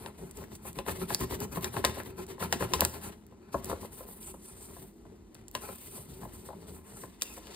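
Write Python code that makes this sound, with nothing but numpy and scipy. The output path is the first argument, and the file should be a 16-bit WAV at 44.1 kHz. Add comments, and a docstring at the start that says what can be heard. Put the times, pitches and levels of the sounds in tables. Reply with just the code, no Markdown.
"""Wax crayon rubbed over paper on a leaf on a wooden table, in stereo.
0-3.1 s: brisk strokes; grit hisses and scrapes, vein bumps ring the table modes, leaf and paper snap.
3.5-4.8 s: slower strokes, with a treble sheen of drifting band noise; then faint sliding of hand and sleeve.
5.5-7.0 s: more strokes. From 7.0 s: a lifted sheet rustles; at 7.2 s a leaf slides under it, a sinking rustle.
Shaped noise gives a quiet room throughout."""
import sys
import numpy as np
from scipy import signal
from scipy.fft import rfft, irfft, next_fast_len
from scipy.io import wavfile
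from scipy.ndimage import uniform_filter1d

SR = 44100
rng = np.random.default_rng(int(sys.argv[2]) if len(sys.argv) > 2 else 0)


def generate_wav(sig):
    """Save sig (samples, or channels by samples) to the path in sys.argv[1] as 16-bit PCM at SR."""
    pcm = np.round(np.clip(np.atleast_2d(sig).T, -1, 1) * 32767).astype(np.int16)
    wavfile.write(sys.argv[1], SR, pcm)


N = 332955

# crayon strokes: contact t/s, lift t/s, hiss level at contact/dB, swell by the lift/dB, rumble over hiss/dB
STROKES = [(0.0, 0.073, -55, 2, 10), (0.182, 0.32, -53, -8, 11.5), (0.364, 0.441, -47, -2.5, 7),
           (0.519, 0.555, -51.5, -6.5, 9.5), (0.631, 0.683, -56, 9.5, 7.5), (0.763, 0.799, -50, 2, 10.5),
           (0.874, 0.919, -40.5, 0, 3.5), (0.957, 1.032, -50.5, 5.5, 9.5), (1.092, 1.144, -41.5, -0.5, 4),
           (1.202, 1.24, -40, -0.5, 8), (1.312, 1.348, -39.5, -0.5, 5), (1.408, 1.446, -41.5, -3.5, 5),
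           (1.525, 1.572, -44.5, 5, 6), (1.63, 1.682, -41, -9, 6), (1.738, 1.79, -47.5, 6, 8),
           (1.849, 1.909, -38.5, -10, 7.5), (1.949, 1.998, -51.5, 5, 5.5), (2.06, 2.107, -48, -3.5, 5.5),
           (2.183, 2.234, -44.5, -4.5, 3.5), (2.288, 2.316, -48.5, 2.5, 6), (2.406, 2.441, -42.5, 6, 7.5),
           (2.51, 2.543, -47, 6.5, 10.5), (2.609, 2.646, -39, 0.5, 8.5), (2.695, 2.757, -50, 8.5, 11),
           (2.81, 2.851, -40, -2, 8), (2.936, 2.958, -45, 2, 7), (3.032, 3.093, -43.5, -5, 6),
           (3.539, 3.6, -46, -9, 6), (3.641, 3.716, -51, 9, 4), (3.815, 3.844, -45, -3.5, 3),
           (3.927, 4.04, -49, -5, -7), (4.082, 4.177, -48, -9, -5), (4.214, 4.324, -49, -1, -5),
           (4.432, 4.53, -54, -1, -5), (4.571, 4.65, -56, 4, -5.5), (4.694, 4.827, -55.5, 3.5, 0),
           (5.547, 5.607, -50, -7.5, 2), (5.616, 5.695, -46, -1, -2.5), (5.709, 5.74, -50, 2.5, -7.5),
           (5.779, 5.834, -52.5, 2, -5), (5.849, 5.905, -53, 5.5, -0.5), (5.936, 5.984, -50.5, 2.5, 3.5),
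           (6.088, 6.196, -54.5, -6, 9.5), (6.211, 6.236, -56.5, 2.5, 14), (6.34, 6.42, -53.5, -4.5, 4.5),
           (6.462, 6.487, -49.5, -3.5, 6.5), (6.574, 6.654, -62, -4.5, 8), (6.682, 6.775, -50, -8, 8),
           (6.874, 6.973, -58.5, 7.5, 2), (6.984, 7.014, -54, 9, -1), (7.22, 7.393, -53.5, -7, -10.5)]
# hand and sleeve sliding under the strokes: t/s, scrape level/dB, rumble level/dB
SLIDE = [(0, -61.5, -50), (.7, -69, -53), (1.5, -63, -41), (2.3, -62, -47), (2.9, -68, -43),
         (3.1, -52, -53), (3.2, -72, -58.5), (3.5, -63, -54), (3.6, -55.5, -44.5), (4.3, -64.5, -52.5),
         (4.85, -61, -52.5), (4.93, -73, -61.5), (5.08, -71.5, -50), (5.3, -71.5, -62.5),
         (5.37, -65.5, -50), (5.5, -70, -63.5), (6.05, -64.5, -57), (6.55, -64.5, -48.5), (7.02, -59, -58),
         (7.2, -65, -64), (7.55, -52.5, -55.5)]
# hand action: t/s, scrape over hiss/dB, release of an even stroke/(dB/s)
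HAND = [(0, 0, 500.5), (.5, -8, 700), (.8, 1, 899.5), (1.4, -1.5, 800.5), (1.9, 5, 700), (2.3, 0.5, 799),
        (2.8, 2.5, 801), (3.1, -1, 501), (3.7, -3.5, 600), (4, -13, 350), (4.8, -10.5, 300),
        (5.6, 0.5, 250), (5.75, -11, 300), (6.2, -8.5, 219), (7, -8.5, 402), (7.3, -2.5, 181.5)]
# treble sheen from the flat of the crayon, by stroke direction: t/s, level over hiss/dB, centre f/Hz
SHEEN = [(3.7, -30, 9000), (3.96, -2, 9500), (4.12, -15, 9600), (4.27, 1.5, 8350), (4.38, -13, 8600),
         (4.47, 1.5, 9300), (4.62, -1.5, 8350), (4.75, -6, 9100), (5.4, -11, 8800), (5.9, -6, 8900),
         (7.0, -5.5, 8700)]
# crayon meeting a vein or the table: t/s, knock peak level before KNOCK_DIRECT_DB/dB, push/ms
BUMPS = [(0.05, -42, 0.83), (0.061, -30.5, 0.34), (0.187, -49, 0.85), (0.418, -42.5, 1),
         (0.439, -41.5, 0.43), (0.652, -36, 0.9), (0.788, -23.5, 0.34), (0.864, -32, 0.4),
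         (0.884, -24, 0.42), (0.893, -29.5, 0.3), (1.015, -32, 0.56), (1.104, -22, 0.52),
         (1.147, -29.5, 0.36), (1.212, -29, 0.66), (1.323, -31, 0.57), (1.449, -35.5, 0.57),
         (1.556, -43, 0.77), (1.572, -24, 0.73), (1.644, -24.5, 0.23), (1.741, -34, 0.68),
         (1.767, -21, 0.46), (1.798, -37, 1), (1.842, -16.5, 0.45), (1.849, -13, 0.25), (1.971, -31.5, 1),
         (2.001, -27.5, 0.44), (2.381, -38.5, 0.62), (2.405, -34.5, 0.81), (2.425, -23.5, 0.53),
         (2.526, -14, 0.27), (2.608, -23, 0.48), (2.624, -20, 0.53), (2.736, -14, 0.26), (2.794, -27, 0.5),
         (2.807, -22.5, 0.35), (2.819, -15.5, 0.6), (2.85, -22.5, 0.28), (3.045, -41, 0.27),
         (3.323, -47.5, 0.95), (3.544, -18.5, 1), (3.697, -25, 0.95), (3.715, -26.5, 0.77), (3.728, -23, 1),
         (3.83, -37, 0.98), (3.847, -32.5, 1), (4.007, -35.5, 0.99), (4.341, -40.5, 1), (4.707, -47, 1),
         (4.766, -40.5, 0.81), (5.052, -49, 1), (5.351, -47, 0.24), (5.551, -20, 0.29), (5.689, -32, 0.6),
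         (5.979, -41, 1), (6.225, -43, 0.46), (6.232, -36.5, 0.89), (6.252, -37, 1), (6.488, -35, 0.86),
         (6.503, -36.5, 1), (6.53, -39, 0.94), (7.036, -34, 0.58), (7.22, -35.5, 0.55), (7.3, -48, 0.47),
         (7.376, -36.5, 0.94), (7.47, -44.5, 0.42)]
# leaf and paper snaps: t/s, level/dB, flake f/Hz, 60 dB decay of the tick/ms (long = soft crinkle)
SNAPS = [(0.311, -36, 7500, 16), (0.371, -38, 7310, 27), (0.552, -38, 8450, 57), (0.7303, -39.5, 8930, 8),
         (1.139, -26, 4300, 6), (1.147, -8.5, 5240, 4.8), (1.207, -25, 14000, 8), (1.403, -25, 12900, 16),
         (1.61, -31, 14000, 7), (2.2662, -38.5, 8150, 12), (2.742, -22, 9000, 10), (2.8077, -2, 11800, 3.1),
         (2.8502, -8, 8060, 5.8), (3.266, -46, 9400, 8.7), (3.6448, -27, 8650, 11.2),
         (3.656, -31, 10000, 12), (4.229, -38, 3480, 7.4), (4.3021, -40, 8290, 10), (5.346, -37.5, 8900, 9),
         (5.4826, -31, 7000, 6), (5.5135, -34, 13500, 5.2), (7.213, -29, 3060, 8), (7.221, -11.5, 3350, 5),
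         (7.227, -26, 8450, 14), (7.232, -28, 7900, 13), (7.339, -40, 7880, 10), (7.47, -36, 2390, 7.6)]
# table-top modes, low and high: f/Hz, width f/Hz, relative level/dB
TABLE_LOW_MODES = [(55, 26, -7), (80.2, 14.3, 2.5), (117, 33, -4), (171.6, 29, -3), (212.2, 34.5, -4.5),
                   (249.8, 44, -5.5), (337, 32.3, -6.5), (371.7, 34, -0.5), (419.7, 69, -7)]
TABLE_HIGH_MODES = [(541, 80, -3), (602, 64, -2.5), (680, 48, -5), (832, 72, 0.5), (1041, 84, -1),
                    (1331, 160, -2.5), (1686, 140, -5), (2325, 190, -6.5), (2610, 284, -10.5),
                    (4400, 430, -16)]
# spectrum of the paper hiss: f/Hz, relative level per Hz/dB
PAPER_SPECTRUM = [(400, -7.5), (1500, -12), (3000, -1.5), (5000, -2), (6500, -2), (8000, -0.5),
                  (10000, 3.5), (12500, 2.5), (14500, 2), (16500, -10.5)]
# rustle of the lifted sheet: t/s, level/dB
SHEET = [(7.02, -90), (7.06, -70), (7.2, -71), (7.24, -61), (7.42, -62), (7.55, -51)]
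# leaf gliding under the sheet: start t/s, stop t/s, start f/Hz, stop f/Hz, level before a doubling/dB
SWISH = (7.22, 7.38, 2850, 2400, -56.5)
# spectrum of the room air: f/Hz, relative level per Hz/dB
ROOM_SPECTRUM = [(15, -40), (25, -35), (48, 1.5), (145, -27), (212, -1.5), (263, -12.5), (335, -7),
                 (476, -21), (2690, -43), (6740, -40), (16000, -58)]
# right microphone against left: f/Hz, likeness/(0-1), level/dB, phase lead/half turns
MIC_PAIR = [(30, 0.98, 0.5, 0), (152, 0.91, 1.5, -0.09), (350, 0.79, -1.5, 0.0836), (688, 0.67, -4.5, 0.12),
            (1700, 0.7, -3.5, 0.44), (2500, 0.16, -4, -0.37), (3960, 0.69, -4, -0.12),
            (4940, 0.88, -4.5, -0.6), (5870, 0.9, -2, -1.07), (7090, 0.91, 1.5, -0.59), (11410, 1, -1, 1),
            (14900, 1, 0, 2.5), (16040, 1, 0, 2.75)]

ONSET_DB_PER_S = 896
FLICK_PER_DB = -0.06  # log of release per dB of swell: a swelling stroke dies away more slowly
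SLIDE_HISS_DB = -12  # hiss against scrape, relative to the strokes
SHEEN_WIDTH_HZ = 2150
BITE_PER_KHZ = 1.02  # the more scrape against rumble, the more the upper low modes are driven
CRACK_DB, CRACK_DB_PER_KHZ = -33, 8.5  # paper crack over knock; kHz is 1 / push in ms
KNOCK_DIRECT_DB = 2.5  # knocks arrive louder straight than scattered
ECHO_T60_S, ECHO_DB, ROOM_DB = 0.53, -14.5, -55
EDGE_HZ, TOP_HZ = 15700, 16600
T, PAD = np.arange(N) / SR, next_fast_len(N + 8192)
F = np.maximum(np.arange(PAD // 2 + 1) * SR / PAD, 1)


def rubbing():
    """Fine grit hisses off the paper in wandering bands; coarser grit drives the table modes."""
    hiss, scrape, rumble = pressure()
    flutter = walk(70)
    fine = rfft(grit(14000, 3.0), PAD) * points(PAPER_SPECTRUM)
    octaves = np.log2(F / 600)
    tooth = 0
    for k in range(9):  # overlapping triangular bands
        band = np.clip(1 - np.abs(1.46 * octaves - k), 0, 1)
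        tooth = tooth + undb(3.6 * walk(7.5)) * irfft(fine * band, PAD)[:N]
    tooth = unit(tooth) + sheen()

    coarse = unit(grit(2600, 2.2) * undb(3.36 * flutter))
    catch = np.clip(.5 + 0.43 * walk(25), 0, 1)  # share ringing the table; the rest rasps the sheet
    rasp = scrape * coarse
    table = through(catch * rasp, modes(TABLE_HIGH_MODES))
    paper = through((1 - catch) * rasp, modes([(1100, 1700, 0)]))

    drag = rumble * unit(grit(600, 2.7) * undb(1.73 * walk(25)))
    return hiss * unit(undb(2.47 * flutter) * tooth) + undb(1.5) * (table + paper) + roll(drag, scrape / rumble)


def roll(drag, scrape_ratio):
    """The moving crayon drives each low table mode unevenly, in soft thumps."""
    bite = scrape_ratio / np.median(scrape_ratio)
    spectrum = 0
    for k, (hz, width_hz, db) in enumerate(TABLE_LOW_MODES):
        thumps = rfft(drag * undb(2.14 * walk(9)) * bite ** (BITE_PER_KHZ * hz / 1000), PAD)
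        spectrum = spectrum + (-1) ** k * undb(db) * peak(hz, width_hz) * thumps
    # a dull rasp, driven as the top mode, joins rumble to scrape
    x = irfft(spectrum + undb(-19) * peak(595, 400) * thumps, PAD)[:N]
    return x * np.std(drag) / np.std(x)


def pressure():
    """Hiss, scrape and rumble gains: stroke powers with quick onset and release add to the sliding hand."""
    s, *slide = np.transpose(SLIDE)
    scrape_db, rumble_db = (np.interp(T, s, c) for c in slide)
    s, *hand = np.transpose(HAND)
    hiss_db = scrape_db + SLIDE_HISS_DB - np.interp(T, s, hand[0])
    power = undb(2 * np.array([hiss_db, scrape_db, rumble_db]))
    for start, stop, db, swell_db, rumble_over_db in STROKES:
        scrape_over_db, release_db_per_s = (np.interp((start + stop) / 2, s, c) for c in hand)
        release_db_per_s = release_db_per_s * np.exp(FLICK_PER_DB * swell_db)
        a, b = max(int((start - .06) * SR), 0), int((stop + .2) * SR)
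        t = T[a:b]
        level_db = np.interp(t, [start, stop], [db, db + swell_db])
        level_db = level_db - ONSET_DB_PER_S * np.maximum(start - t, 0)
        level_db = level_db - release_db_per_s * np.maximum(t - stop, 0)
        over_db = np.array([[0], [scrape_over_db], [rumble_over_db]])
        power[:, a:b] += undb(2 * level_db) * undb(2 * over_db)
    return np.sqrt(uniform_filter1d(power, size=400))  # the hand eases on and off


def grit(per_s, spread_db):
    """Wax catching and slipping on fibres: random ticks, a few far larger than the rest."""
    ticks = (rng.random(N) < per_s / SR) * rng.choice([-1., 1.], N)
    return unit(ticks * undb(np.minimum(spread_db * rng.exponential(size=N), 13)))


def sheen():
    """The flat of the crayon sings: low-passed grit shifted up to a drifting centre."""
    s, db, hz = np.transpose(SHEEN)
    slow = through(grit(9000, 2.6), 1 / (1 + 2j * F / SHEEN_WIDTH_HZ) ** 2)
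    turns = np.cumsum(np.interp(T, s, hz)) / SR
    return undb(np.interp(T, s, db)) * unit(slow * np.cos(2 * np.pi * turns))


def bumps(size=8192):
    """A push and its chatter ring the table, softer contacts pushing longer; the paper cracks with it."""
    out, t, f = np.zeros(N + size), T[:size], np.arange(size // 2 + 1) * SR / size
    for (s, db, ms), noise in zip(BUMPS, rng.standard_normal((len(BUMPS), size))):
        top = modes(TABLE_HIGH_MODES, f, 3.0 * noise[::-1]) + undb(-13.5) * modes(TABLE_LOW_MODES, f)
        top = top + undb(7.5) * peak(1290, 2250, f)  # the blow itself, heard straight
        push = np.sin(np.pi * np.minimum(1000 * t / max(ms, .1), 1)) ** 2
        jolts = (t == 0) + undb(-30) * noise * undb(-60 * t / 0.11)
        knock = irfft(rfft(push) * rfft(jolts) * top)
        knock = knock / np.abs(knock).max()
        crack = burst(3800, 0.018, noise, 0.65) + undb(-12) * burst(3600, 0.11, noise[::-1], 1.3)
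        crack_db = CRACK_DB + CRACK_DB_PER_KHZ / max(ms, .2)
        out[int(s * SR):][:size] += undb(db) * (knock + undb(crack_db) * crack)
    return out[:N]


def modes(table, f=F, spot_db=None):
    """Table-top modes, neighbours in opposite phase, weighted by the spot struck; unit gain for noise."""
    spot_db = np.zeros(len(table)) if spot_db is None else spot_db
    h = sum((-1) ** k * undb(db + spot_db[k]) * peak(hz, w, f) for k, (hz, w, db) in enumerate(table))
    return h / np.sqrt(np.mean(np.abs(h) ** 2))


def snaps(size=2048):
    """A broad tick rings briefly at the flake's pitch, a short rustle behind; slow ones have less kick."""
    out = np.zeros(N + size)
    for (s, db, hz, ms), noise in zip(SNAPS, rng.standard_normal((len(SNAPS), size))):
        t60_s, kick = max(ms, 1) / 1000, 25 / max(ms, 1)
        tick = burst(6500, t60_s, noise, 2, kick, 600)
        ring = undb(-3.5) * burst(hz, 1.36 * t60_s, noise, 0.35, kick)
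        rustle = undb(-18) * burst(hz, 0.04, noise[::-1], 3.6, 0)
        out[int(s * SR):][:size] += undb(db) * (tick + ring + rustle)
    return out[:N]


def burst(hz, t60_s, noise, width, kick=4, bass_hz=1700):
    """A kick and decaying noise about a centre, width relative to it, peak 1; thin paper gives little bass."""
    t, f = T[:len(noise)], np.arange(len(noise) // 2 + 1) * SR / len(noise)
    bass_cut = (1j * f / bass_hz / (1 + 1j * f / bass_hz)) ** 3
    source = (noise + kick * (t == 0)) * undb(-60 * t / t60_s)
    x = irfft(rfft(source) * (peak(hz, width * hz, f) * bass_cut))
    return x / np.abs(x).max()


def swish():
    """Leaf gliding: a narrow rustle whose pitch sinks as it slows."""
    t0, t1, hz0, hz1, db = SWISH
    turns = np.cumsum(np.interp(T, [t0, t1], [hz0, hz1])) / SR
    gate = np.sqrt(np.clip(4 * (T - t0) * (t1 - T), 0, None)) / (t1 - t0)
    return undb(db) * gate * walk(300) * np.sin(2 * np.pi * turns) * 2


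def sheet():
    """The lifted sheet rustles: grit through a broad upper-middle resonance."""
    level_db = np.interp(T, *np.transpose(SHEET)) + 2 * walk(40)
    return undb(level_db) * unit(through(grit(2500, 3.2), peak(3600, 3000)))


def diffuse(t60_s):
    """Scattered reflections: decaying noise, 0.19 s at most, with its spectrum levelled."""
    h = rfft(rng.standard_normal(8192) * undb(-60 * T[:8192] / t60_s), PAD)
    return h / np.sqrt(uniform_filter1d(np.abs(h) ** 2, size=1500))


def room_air():
    """Quiet room: two independent shaped noises under one wandering level."""
    return undb(ROOM_DB + 1.8 * walk(5.4)) * unit(through(rng.standard_normal((2, N)), points(ROOM_SPECTRUM)))


def undb(db):
    """dB to amplitude."""
    return 10 ** (np.asarray(db) / 20)


def unit(x):
    """Scale to RMS 1."""
    return x / np.sqrt(np.mean(x ** 2))


def walk(rate_hz):
    """Normal random values at rate_hz, joined by straight lines."""
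    k = int(rate_hz * N / SR) + 2
    return np.interp(T * rate_hz, np.arange(k), rng.standard_normal(k))


def through(x, response):
    """Filter by a response given on the frequencies F."""
    return irfft(rfft(x, PAD) * response, PAD)[..., :N]


def points(table):
    """(f/Hz, level/dB) points joined on a log-frequency axis, as gain."""
    hz, db = np.transpose(table)
    return undb(np.interp(np.log(F), np.log(hz), db))


def peak(hz, width_hz, f=F):
    """One resonance, gain 1 at the centre."""
    return 1j * f * width_hz / (hz ** 2 - f ** 2 + 1j * f * width_hz)


def scene():
    """Left-microphone sound, and a scattered version that only the right one gets."""
    rub, knocks, ticks = (rfft(x, PAD) for x in (rubbing() + swish() + sheet(), bumps(), snaps()))
    room = 1 + undb(ECHO_DB) * diffuse(ECHO_T60_S)
    direct = rub + undb(KNOCK_DIRECT_DB) * knocks + ticks
    scattered = rub * diffuse(0.065) + (knocks + ticks) * diffuse(0.034)
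    near = irfft(room * np.array([direct, scattered]), PAD)[:, :N]
    return near + room_air()


def record(dry):
    """The right channel is partly the left, phase turning with frequency; lowest bass and top are cut."""
    hz, like, db, lead = np.transpose(MIC_PAIR)
    likeness, gain = np.clip(np.interp(F, hz, like), 0, 1), undb(np.interp(F, hz, db))
    turn = np.exp(1j * np.pi * np.interp(F, hz, lead))
    shared = through(dry[0], gain * likeness * turn)
    right = shared + through(dry[1], gain * np.sqrt(1 - likeness ** 2))
    pair = signal.sosfilt(signal.ellip(6, .3, 26, EDGE_HZ, fs=SR, output="sos"), [dry[0], right])
    pair = signal.sosfilt(signal.butter(2, 35, "high", fs=SR, output="sos"), pair)
    return signal.sosfilt(signal.ellip(10, .2, 80, TOP_HZ, fs=SR, output="sos"), pair)


dry = scene()
out = record(dry)
generate_wav(out)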